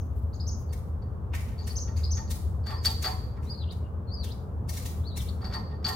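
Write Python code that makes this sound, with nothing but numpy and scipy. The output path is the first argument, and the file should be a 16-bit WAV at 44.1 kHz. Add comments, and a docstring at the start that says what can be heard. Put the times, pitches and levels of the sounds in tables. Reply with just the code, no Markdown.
"""Loose tube sections of a metal antenna mast knock, rattle and ring as two people work on it.
The place is a backyard, with echoes off brick walls and a fence. Small hardware and a stepladder
clack drily and thud, and at the start steps rustle faintly in the grass. Nearby one bird chirps and
another whistles; distant traffic rumbles underneath. Heard through a two-port stereo microphone."""
import sys
import numpy as np
from scipy import signal
from scipy.fft import rfft, irfft, next_fast_len
from scipy.io import wavfile
from scipy.ndimage import uniform_filter1d

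SR = 44100
rng = np.random.default_rng(int(sys.argv[2]) if len(sys.argv) > 2 else 0)


def master_out(mix):
    """Clip the mix to full scale and print it as 16-bit PCM to the path in sys.argv[1]."""
    frames = np.transpose(np.atleast_2d(mix))
    ceiling = np.clip(frames, -1, 1)
    pcm = np.round(ceiling * 32767).astype(np.int16)
    wavfile.write(sys.argv[1], SR, pcm)


N = 262395
TIME = np.arange(N) / SR


def from_db(db):
    """Decibels to gain."""
    return 10 ** (np.asarray(db) / 20)


def rms_one(x):
    """Scale to unit power."""
    return x / np.sqrt(np.mean(x ** 2) + 1e-20)


def at_hz(points, hz):
    """Read a curve on a log-frequency axis."""
    freq_hz, value = np.transpose(points)
    return np.interp(np.log(hz + 1), np.log(freq_hz), value)


def noise(spectrum):
    """Unit-power noise, coloured by rows of freq_hz, density_db."""
    size = 2 ** 19
    gain = from_db(at_hz(spectrum, np.fft.rfftfreq(size, 1 / SR)))
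    return rms_one(irfft(gain * rfft(rng.standard_normal(size)))[:N])


def wide_noise(spectrum):
    """Noise from all round the microphone: alike on both sides in the bass, hardly so in the treble."""
    # Likeness of left and right: freq_hz, correlation
    likeness = [(60, 0.92), (125, 0.92), (250, 0.89), (500, 0.5), (1000, 0.077), (4000, 0.11)]
    hz = np.geomspace(20, 16000, 200)
    alike, level_db = np.clip(at_hz(likeness, hz), 0, .99), at_hz(spectrum, hz)
    power = from_db(level_db) ** 2 * hz
    mid, side = [noise(np.c_[hz, level_db + 10 * np.log10(share)])
                 * np.sqrt(np.sum(power * share) / np.sum(power))
                 for share in ((1 + alike) / 2, (1 - alike) / 2)]
    return np.array([mid + side, mid - side])


def burst(start_s, rise_s, decay_s):
    """Burst envelope: swells quickly, peaks 4 ms after start_s, then dies away."""
    age = TIME - start_s - .004
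    return np.exp(-np.minimum(np.maximum(-age / rise_s, age / decay_s), 40))


def chatter(rough_db, grain_s):
    """Uneven strength of tiny contacts, drawn anew for each grain."""
    knots = np.arange(0, N / SR, grain_s)
    strength = from_db(rough_db * np.clip(rng.standard_normal(len(knots)), -2, 2))
    return rms_one(np.interp(TIME, knots, strength))


def yard(x, early_db, echo_db, tail_db, t60_s):
    """Direct sound, scatter from nearby things, then wall echoes and a dying tail; power is kept."""
    # Echoes off the walls: delay_s, left_db, right_db
    echoes = [(.011, -9, -18.5), (0.02, -32, -28), (.047, -9, -10), (.058, -17.5, -10.5)]
    age = TIME[:SR]
    scatter = rng.standard_normal((2, SR)) * (1 - np.exp(-age / .001))
    early = from_db(early_db) * rms_one(scatter * np.exp(-age / .005))
    tail = from_db(tail_db) * rms_one(scatter * (1 - np.exp(-age / .008)) * from_db(-60 * age / t60_s))
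    response = (early + tail) / np.sqrt(SR)
    response[:, 0] += 1
    for delay_s, left_db, right_db in echoes:
        arrival = int(delay_s * SR) + rng.integers(0, 20, size=2)
        response[[0, 1], arrival] += from_db(echo_db) * from_db([left_db, right_db])
    wet = signal.fftconvolve(x[None], response, axes=1)[:, :N]
    return wet * x.std() / wet.std(axis=1, keepdims=True)


def microphone(x, lag_s):
    """Two ports, coloured a little differently; the right one hears the sound lag_s later."""
    # Balance of the ports: freq_hz, left_minus_right_db
    balance = [(60, 2.5), (125, 0.6), (250, 0.8), (500, 1), (1000, .5), (2000, -0.5), (4500, 3.5),
               (8000, -1.5), (12500, 2)]
    size = next_fast_len(N + SR // 10, real=True)
    hz = np.fft.rfftfreq(size, 1 / SR)
    lean = from_db(at_hz(balance, hz) / 2)
    delay = np.exp(-2j * np.pi * hz * lag_s)
    return irfft(rfft(x, size) * np.array([lean, delay / lean]), size)[:, :N]


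def engine_hum(firing_hz, wander, octave_db):
    """The firing tone of a far engine and its octave, wandering a little in pitch."""
    knots = np.arange(0, N / SR, .08)
    speed = 1 + wander * np.interp(TIME, knots, rng.standard_normal(len(knots)))
    phase = 2 * np.pi * firing_hz * np.cumsum(speed) / SR
    return rms_one(np.sin(phase) + from_db(octave_db) * np.sin(2 * phase))


def traffic(rumble_db, hum_db, road_db):
    """Far engines boom near 80 Hz under a dull wash of tyres that swells a little."""
    # Colours of the engine rumble and of tyres on the road: freq_hz, density_db
    rumble_spectrum = [(20, -31.5), (32, -31), (50, -10.5), (65, -3), (79, -0.5), (90, -3.5), (115, -8),
                       (150, -37), (400, -69.5)]
    road_spectrum = [(20, -13), (70, -7), (125, 7.5), (150, -2), (190, 0.5), (240, -4.5), (310, -11.5),
                     (430, -8), (650, -15), (1150, -18.5), (1550, -28.5), (2100, -42.5), (3300, -49),
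                     (9000, -90), (14500, -58.5)]
    # Swell of the engines and of the tyres: time_s, level_db
    engine_levels = [(0.0, -29.5), (0.08, -32), (1.47, -34), (2.05, -29.5), (3.65, -35.5), (5.34, -32),
                     (5.95, -40.5)]
    tyre_levels = [(0.0, -47.5), (0.58, -47), (0.84, -47), (5.29, -46), (5.5, -43.5), (5.95, -46)]
    engines = from_db(np.interp(TIME, *np.transpose(engine_levels)))
    tyres = from_db(np.interp(TIME, *np.transpose(tyre_levels)))
    rumble = from_db(rumble_db) * wide_noise(rumble_spectrum)
    hum = from_db(hum_db) * engine_hum(firing_hz=80.63, wander=.025, octave_db=-20)
    return engines * (rumble + hum) + tyres * from_db(road_db) * wide_noise(road_spectrum)


def grass(level_db, until_s, fade_s):
    """A faint rustle while one person walks to the ladder."""
    # Grass underfoot: freq_hz, density_db
    rustle = [(1500, -25), (3000, -5), (6000, -7), (10000, -1), (13000, 3), (16000, 0)]
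    walking = np.clip((until_s - TIME) / fade_s + 1, 0, 1)
    return from_db(level_db) * walking * wide_noise(rustle) * chatter(rough_db=5, grain_s=.021)


def sing(hz, gain, waver, rasp, overtone_db):
    """A bird's tone: fluttering in pitch, raspy in strength, with two faint overtones."""
    steps = np.arange(len(hz))
    flutter = np.interp(steps / 60, steps, rng.standard_normal(len(hz)))
    buzz = np.interp(steps / 36, steps, rng.standard_normal(len(hz)))
    phase = 2 * np.pi * np.cumsum(hz * (1 + waver * flutter)) / SR
    overtones = from_db(overtone_db) * (np.sin(2 * phase) + np.sin(3 * phase))
    return gain * (1 + rasp * buzz) * (np.sin(phase) + overtones)


def syllable(start_s, length_s, first_hz, mid_hz, last_hz, level_db, waver, rasp):
    """One bird note that arches through three pitches."""
    out = np.zeros(N)
    on = (TIME >= start_s) & (TIME < start_s + length_s)
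    if on.any():
        progress = (TIME[on] - start_s) / length_s
        arch = np.abs(2 * progress - 1) ** 2.3   # flat in the middle, steep on the flanks
        hz = mid_hz - np.where(progress < .5, mid_hz - first_hz, mid_hz - last_hz) * arch
        envelope = np.interp(progress, [0, .08, .3, .5, .75, .93, 1], [0, .4, .9, .8, 1, .6, 0])
        out[on] = sing(hz, from_db(level_db) * envelope, waver, rasp, overtone_db=-31)
    return out


def whistling_bird(gain_db):
    """A slurred tune nearby, varied each time, clear on its crests, hoarse in its dips and at its close."""
    # One list per whistle (two crests, a deep dip, a closing rise): time_s, pitch_hz, level_db
    whistles = [
        [(2.74, 4300, -62), (2.785, 5000, -43), (2.82, 4600, -54), (2.86, 4500, -48), (2.895, 3700, -44),
         (2.92, 3000, -66), (2.95, 4200, -46), (2.97, 4800, -52)],
        [(3.458, 3850, -62), (3.494, 4200, -49), (3.501, 4780, -34), (3.523, 4830, -35), (3.538, 4250, -51),
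         (3.59, 4450, -46), (3.636, 3350, -48), (3.652, 2850, -68), (3.69, 3100, -55), (3.716, 4700, -42)],
        [(4.07, 4350, -60), (4.1, 4200, -52), (4.143, 5020, -37), (4.175, 4600, -46), (4.21, 4620, -41),
         (4.25, 3450, -48), (4.275, 3000, -53), (4.3, 3450, -52), (4.326, 4800, -42)],
        [(5.035, 3350, -62), (5.076, 4620, -39), (5.095, 4350, -46), (5.12, 3830, -52), (5.145, 3950, -50),
         (5.172, 4300, -45), (5.208, 3350, -45), (5.24, 2800, -70), (5.272, 3100, -55), (5.298, 4600, -39)],
    ]
    # Low notes closing or between whistles: start_s, length_s, first_hz, mid_hz, last_hz, level_db
    low_notes = [(3.69, .04, 2850, 3100, 3050, -59), (3.712, .024, 3300, 3750, 3900, -49),
                 (3.828, .048, 3000, 2880, 2700, -64), (4.306, .028, 3300, 3750, 3900, -52),
                 (5.28, .028, 3200, 3650, 3800, -51)]
    out = from_db(gain_db) * sum(syllable(*note, waver=.03, rasp=.74) for note in low_notes)
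    for whistle in whistles:
        time_s, pitch_hz, level_db = np.transpose(whistle)
        on = (TIME >= time_s[0]) & (TIME < time_s[-1])
        t = TIME[on]
        gain = from_db(gain_db + np.interp(t, time_s, level_db)) * signal.windows.tukey(len(t), .03)
        pitch = uniform_filter1d(np.interp(t, time_s, pitch_hz), size=300)
        closing = np.clip((t - time_s[-1]) / .05 + 1.5, 0, 1)
        hoarse = np.maximum(np.interp(pitch, [3400, 4300], [1, .22]), closing)
        out[on] += sing(pitch, gain, waver=.06 * hoarse, rasp=.9 * hoarse, overtone_db=-32)
    return out


def chirping_bird(gain_db):
    """A nearby bird repeats five arched syllables, varying their pace a little and their stress."""
    # Calls: start_s, stretch, opening_db, middle_db, closing_db
    calls = [(-.2, 1, -52, -52, -52), (.329, .95, -46, -40, -38), (1.617, .97, -47, -50, -35),
             (1.961, 1, -38, -33, -34.5)]
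    # Syllables of one call: after_s, length_s, first_hz, mid_hz, last_hz, accent_db
    syllables = [(0, .019, 3700, 4750, 3600, -7), (.005, .034, 5000, 6800, 4200, -10),
                 (.072, .022, 3400, 5050, 3800, -1), (.141, .038, 4200, 6300, 3700, 0),
                 (.177, .046, 3800, 6600, 4900, -5)]
    out = np.zeros(N)
    for start_s, stretch, opening_db, middle_db, closing_db in calls:
        stresses = (opening_db, opening_db, middle_db, closing_db, closing_db)
        for stress_db, (after_s, length_s, *pitches_hz, accent_db) in zip(stresses, syllables):
            out += syllable(start_s + stretch * after_s, stretch * length_s, *pitches_hz,
                            stress_db + accent_db + gain_db, waver=.01, rasp=.66)
    return out


def thuds(rise_s, decay_s):
    """Weight shifts on the ladder and the mast: short, low bumps with no ring."""
    # Bumps: start_s, level_db
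    bumps = [(1.657, -40.5), (2.311, -41), (3.021, -43), (4.05, -41), (4.243, -41.5), (4.626, -33),
             (4.68, -40), (4.873, -39), (4.985, -43), (5.389, -39.5), (5.605, -37), (5.844, -35.5)]
    # Their dull colour: freq_hz, density_db
    spectrum = [(60, -20), (120, -2), (170, 0), (230, -1), (320, -18), (700, -45), (3000, -100)]
    return noise(spectrum) * sum(from_db(db) * burst(start_s, rise_s, decay_s) for start_s, db in bumps)


def hardware(snap_gain_db, hollow_gain_db, rise_s):
    """Damped parts clack with hardly any ring; short bursts of hiss and faint touches come in between."""
    # Dry clacks, their quick repeats and short bursts of bright hiss: start_s, snap_db, hollow_db, decay_s
    clacks = [(.127, -72, -72, 0.0086), (.727, -44, -52.5, 0.0061), (1.333, -64, -43.5, 0.0087),
              (1.345, -39, -41, 0.012), (1.4, -52.5, -63, 0.033), (1.48, -61, -56, 0.031),
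              (1.67, -41, -50, 0.015), (1.963, -50.5, -56, 0.038), (2.306, -32, -49.5, 0.0081),
              (3.022, -33.5, -44.5, 0.0096), (3.424, -59.5, -64.5, 0.082), (3.719, -51, -59.5, 0.0076),
              (4.239, -40.5, -55, 0.0085), (4.689, -35, -52, 0.011), (4.73, -43, -58, 0.022),
              (4.7646, -36, -49, .014), (4.82, -50, -58, .02), (4.855, -37, -50, .014),
              (5.168, -33, -45, 0.0081), (5.211, -42.5, -75, 0.0091)]
    # Their bright snap and hollow body: freq_hz, density_db
    snap_spectrum = [(1000, -16), (2700, -6), (4000, 0), (6500, 1), (8500, -1), (10200, 1), (11600, -3.5),
                     (14200, 0.5), (16000, -7)]
    hollow_spectrum = [(300, -14), (780, -9), (950, -1), (1150, -6), (1600, -6), (2000, 1.5), (2400, -1),
                       (2650, -7), (2950, -5), (3400, -11), (6000, -19), (16000, -35)]
    touches_per_s, touch_db, touch_decay_s = 4.5, -77.5, .015
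    snap, hollow = noise(snap_spectrum), noise(hollow_spectrum)
    touches = rng.random(N) < touches_per_s / SR
    touch_envelope = signal.lfilter([1], [1, -np.exp(-1 / (touch_decay_s * SR))], touches + 1e-18)
    out = from_db(touch_db) * snap * touch_envelope
    for start_s, snap_db, hollow_db, decay_s in clacks:
        blend = from_db(snap_db + snap_gain_db) * snap + from_db(hollow_db + hollow_gain_db) * hollow
        out += burst(start_s, rise_s, decay_s) * blend
    return out * chatter(rough_db=4, grain_s=.0008)


def struck(modes, start_s, decay_s, lag_at_1khz_s=0):
    """A swelling, dying train of small rebounds pumps each mode; with a lag, lower modes arrive later."""
    age = TIME[:SR // 2]
    rebounds = rng.standard_normal(len(age)) * (rng.random(len(age)) < 1200 / SR)   # about 1200 a second
    force = rebounds * np.minimum(age / .004, 1) * np.exp(-age / decay_s)
    out = np.zeros(N + SR)
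    for pitch_hz, level_db, t60_s in modes:
        onset = int((start_s - .002 + lag_at_1khz_s * 1000 / pitch_hz) * SR)
        detune_hz = rng.normal(0, 5)   # grip and contact point detune each blow a little
        radius = from_db(-60 / (t60_s * SR))
        angle = 2 * np.pi * (pitch_hz + detune_hz) / SR
        tone = signal.lfilter([0, 1], [1, -2 * radius * np.cos(angle), radius * radius], force)
        out[onset:onset + len(age)] += from_db(level_db + rng.normal(0, 2.6)) * tone / np.abs(tone).max()
    return out[:N]


def mast(ring_gain_db, clank_gain_db, scrape_gain_db, edge_gain_db, rise_s):
    """Tube sections knock together: a high wall ring, a lower clank, shrill overtones and contact noise."""
    # Tube knocks: start_s, ring_db, clank_db, sharpness_db, rattle_decay_s
    knocks = [(0.692, -58.5, -60, -93, 0.014), (1.018, -59, -58.5, -95, 0.017),
              (1.5802, -47, -54, -70, 0.054), (1.693, -42, -54, -68, 0.011), (1.876, -60, -48, -78, 0.022),
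              (2.171, -45, -44, -61.5, 0.016), (2.272, -52.5, -54.5, -82, 0.0085),
              (2.633, -59.5, -60.5, -89, 0.014), (2.664, -41, -44.5, -58, 0.057),
              (2.704, -41, -39.5, -62, 0.026), (2.849, -21.5, -43, -34, 0.011),
              (2.857, -23, -39, -39, 0.013), (3.039, -29, -37, -45, 0.02),
              (3.054, -38.5, -34.5, -57, 0.0096), (3.074, -48.5, -38.5, -62, 0.0065),
              (3.102, -39, -49, -61.5, 0.0083), (3.3637, -73, -47.5, -84, 0.0088),
              (5.413, -50.5, -47, -75.5, 0.032), (5.441, -42.5, -48, -66, .039),
              (5.521, -40, -43.5, -71.5, 0.021), (5.536, -35.5, -36.5, -57, 0.015),
              (5.706, -62.5, -48, -85, 0.016), (5.746, -60.5, -60.5, -88, .01),
              (5.8435, -27.5, -42, -62.5, 0.014), (5.864, -26.5, -38.5, -54.5, 0.01),
              (5.882, -31.5, -37.5, -39, 0.015), (5.926, -36, -48, -58, 0.0097)]
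    # Tube wall modes, whose close neighbours beat: pitch_hz, level_db, t60_s
    ring_modes = [(2480, -31, .08), (3350, -24, .08), (3470, -26, .08), (3545, -24, .08), (3980, -26, .05),
                  (4180, -25, .05), (4340, -21, .05), (4425, -13, .05), (4505, -8, .05), (4542, -1.5, .055),
                  (4560, -10, .1), (4645, -12, .05), (5010, -27, .08), (5175, -30, .08)]
    # Tube bending modes: pitch_hz, level_db, t60_s
    clank_modes = [(430, -5, .25), (760, 1, .14), (815, -1, .1), (889, 4.5, .15), (962, 4, .12),
                   (1037, 3.5, .15), (1146, -2, .11), (1225, -7, .12), (1358, -6, .17), (1660, -12, .06),
                   (1834, 3, .11), (2080, -10, .06)]
    # Highest modes, woken most by sharp contacts: pitch_hz, level_db, t60_s
    shrill_modes = [(6380, -9, .07), (7040, -10, .15), (8450, -7, .06), (10100, -15, .12), (10480, -15, .1),
                    (12400, -3, .15), (12470, -5, .13), (12700, -10, .08)]
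    # Dull and sharp parts of the contact noise: freq_hz, density_db
    scrape_spectrum = [(100, -8.5), (220, 3), (330, -8), (560, -7.5), (850, 4), (1200, 2), (2000, -4.5),
                       (2900, -14), (3400, -6.5), (4100, -14.5), (5000, -11), (6000, -32), (16000, -35)]
    edge_spectrum = [(1000, -7.5), (3000, 4), (4500, 3), (6000, 7.5), (8500, 8), (10500, 1), (11500, -1.5),
                     (12500, 9.5), (15500, 0)]
    scrape, edge = noise(scrape_spectrum), noise(edge_spectrum)
    tones, contact = np.zeros(N), np.zeros(N)
    for start_s, ring_db, clank_db, sharpness_db, decay_s in knocks:
        body_db = clank_db + .5 * min(clank_db + 42, 0)   # light touches hardly bend the tube
        shrill_db = -52 + .72 * (sharpness_db + 55)
        ring = struck(ring_modes, start_s, decay_s)
        clank = struck(clank_modes, start_s, decay_s, lag_at_1khz_s=.014)   # low bending waves are slower
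        tones += from_db(ring_db + ring_gain_db) * ring + from_db(body_db + clank_gain_db) * clank
        tones += from_db(shrill_db) * struck(shrill_modes, start_s, decay_s)
        grit = from_db(body_db + scrape_gain_db) * scrape + from_db(sharpness_db + edge_gain_db) * edge
        contact += burst(start_s, rise_s, decay_s) * grit
    return tones + contact * chatter(rough_db=9, grain_s=.0012)


def scene():
    """Mast, hardware and birds echo in the yard and reach the left port first; the rest has no echo."""
    tubes = mast(ring_gain_db=1.5, clank_gain_db=-3.5, scrape_gain_db=-1.5, edge_gain_db=1.5, rise_s=.0089)
    nearby = yard(tubes, early_db=0, echo_db=-2, tail_db=-5, t60_s=.66)
    clacks = hardware(snap_gain_db=1, hollow_gain_db=4, rise_s=.0052)
    nearby += yard(clacks, early_db=5, echo_db=3.5, tail_db=4, t60_s=.57)
    nearby += yard(chirping_bird(gain_db=2), early_db=-3, echo_db=-5, tail_db=-2, t60_s=.4)
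    nearby += yard(whistling_bird(gain_db=-1), early_db=1, echo_db=-10, tail_db=-2.5, t60_s=.4)
    background = grass(level_db=-68.5, until_s=.75, fade_s=.2) + thuds(rise_s=.004, decay_s=.018)
    background += traffic(rumble_db=-.5, hum_db=-4, road_db=5.5)
    return microphone(nearby, lag_s=.00002) + microphone(background, lag_s=0)


def record(dry):
    """The treble is cut steeply above 15.9 kHz."""
    return signal.sosfilt(signal.ellip(12, .1, 90, 15900, fs=SR, output="sos"), dry)


dry = scene()
out = record(dry)
master_out(out)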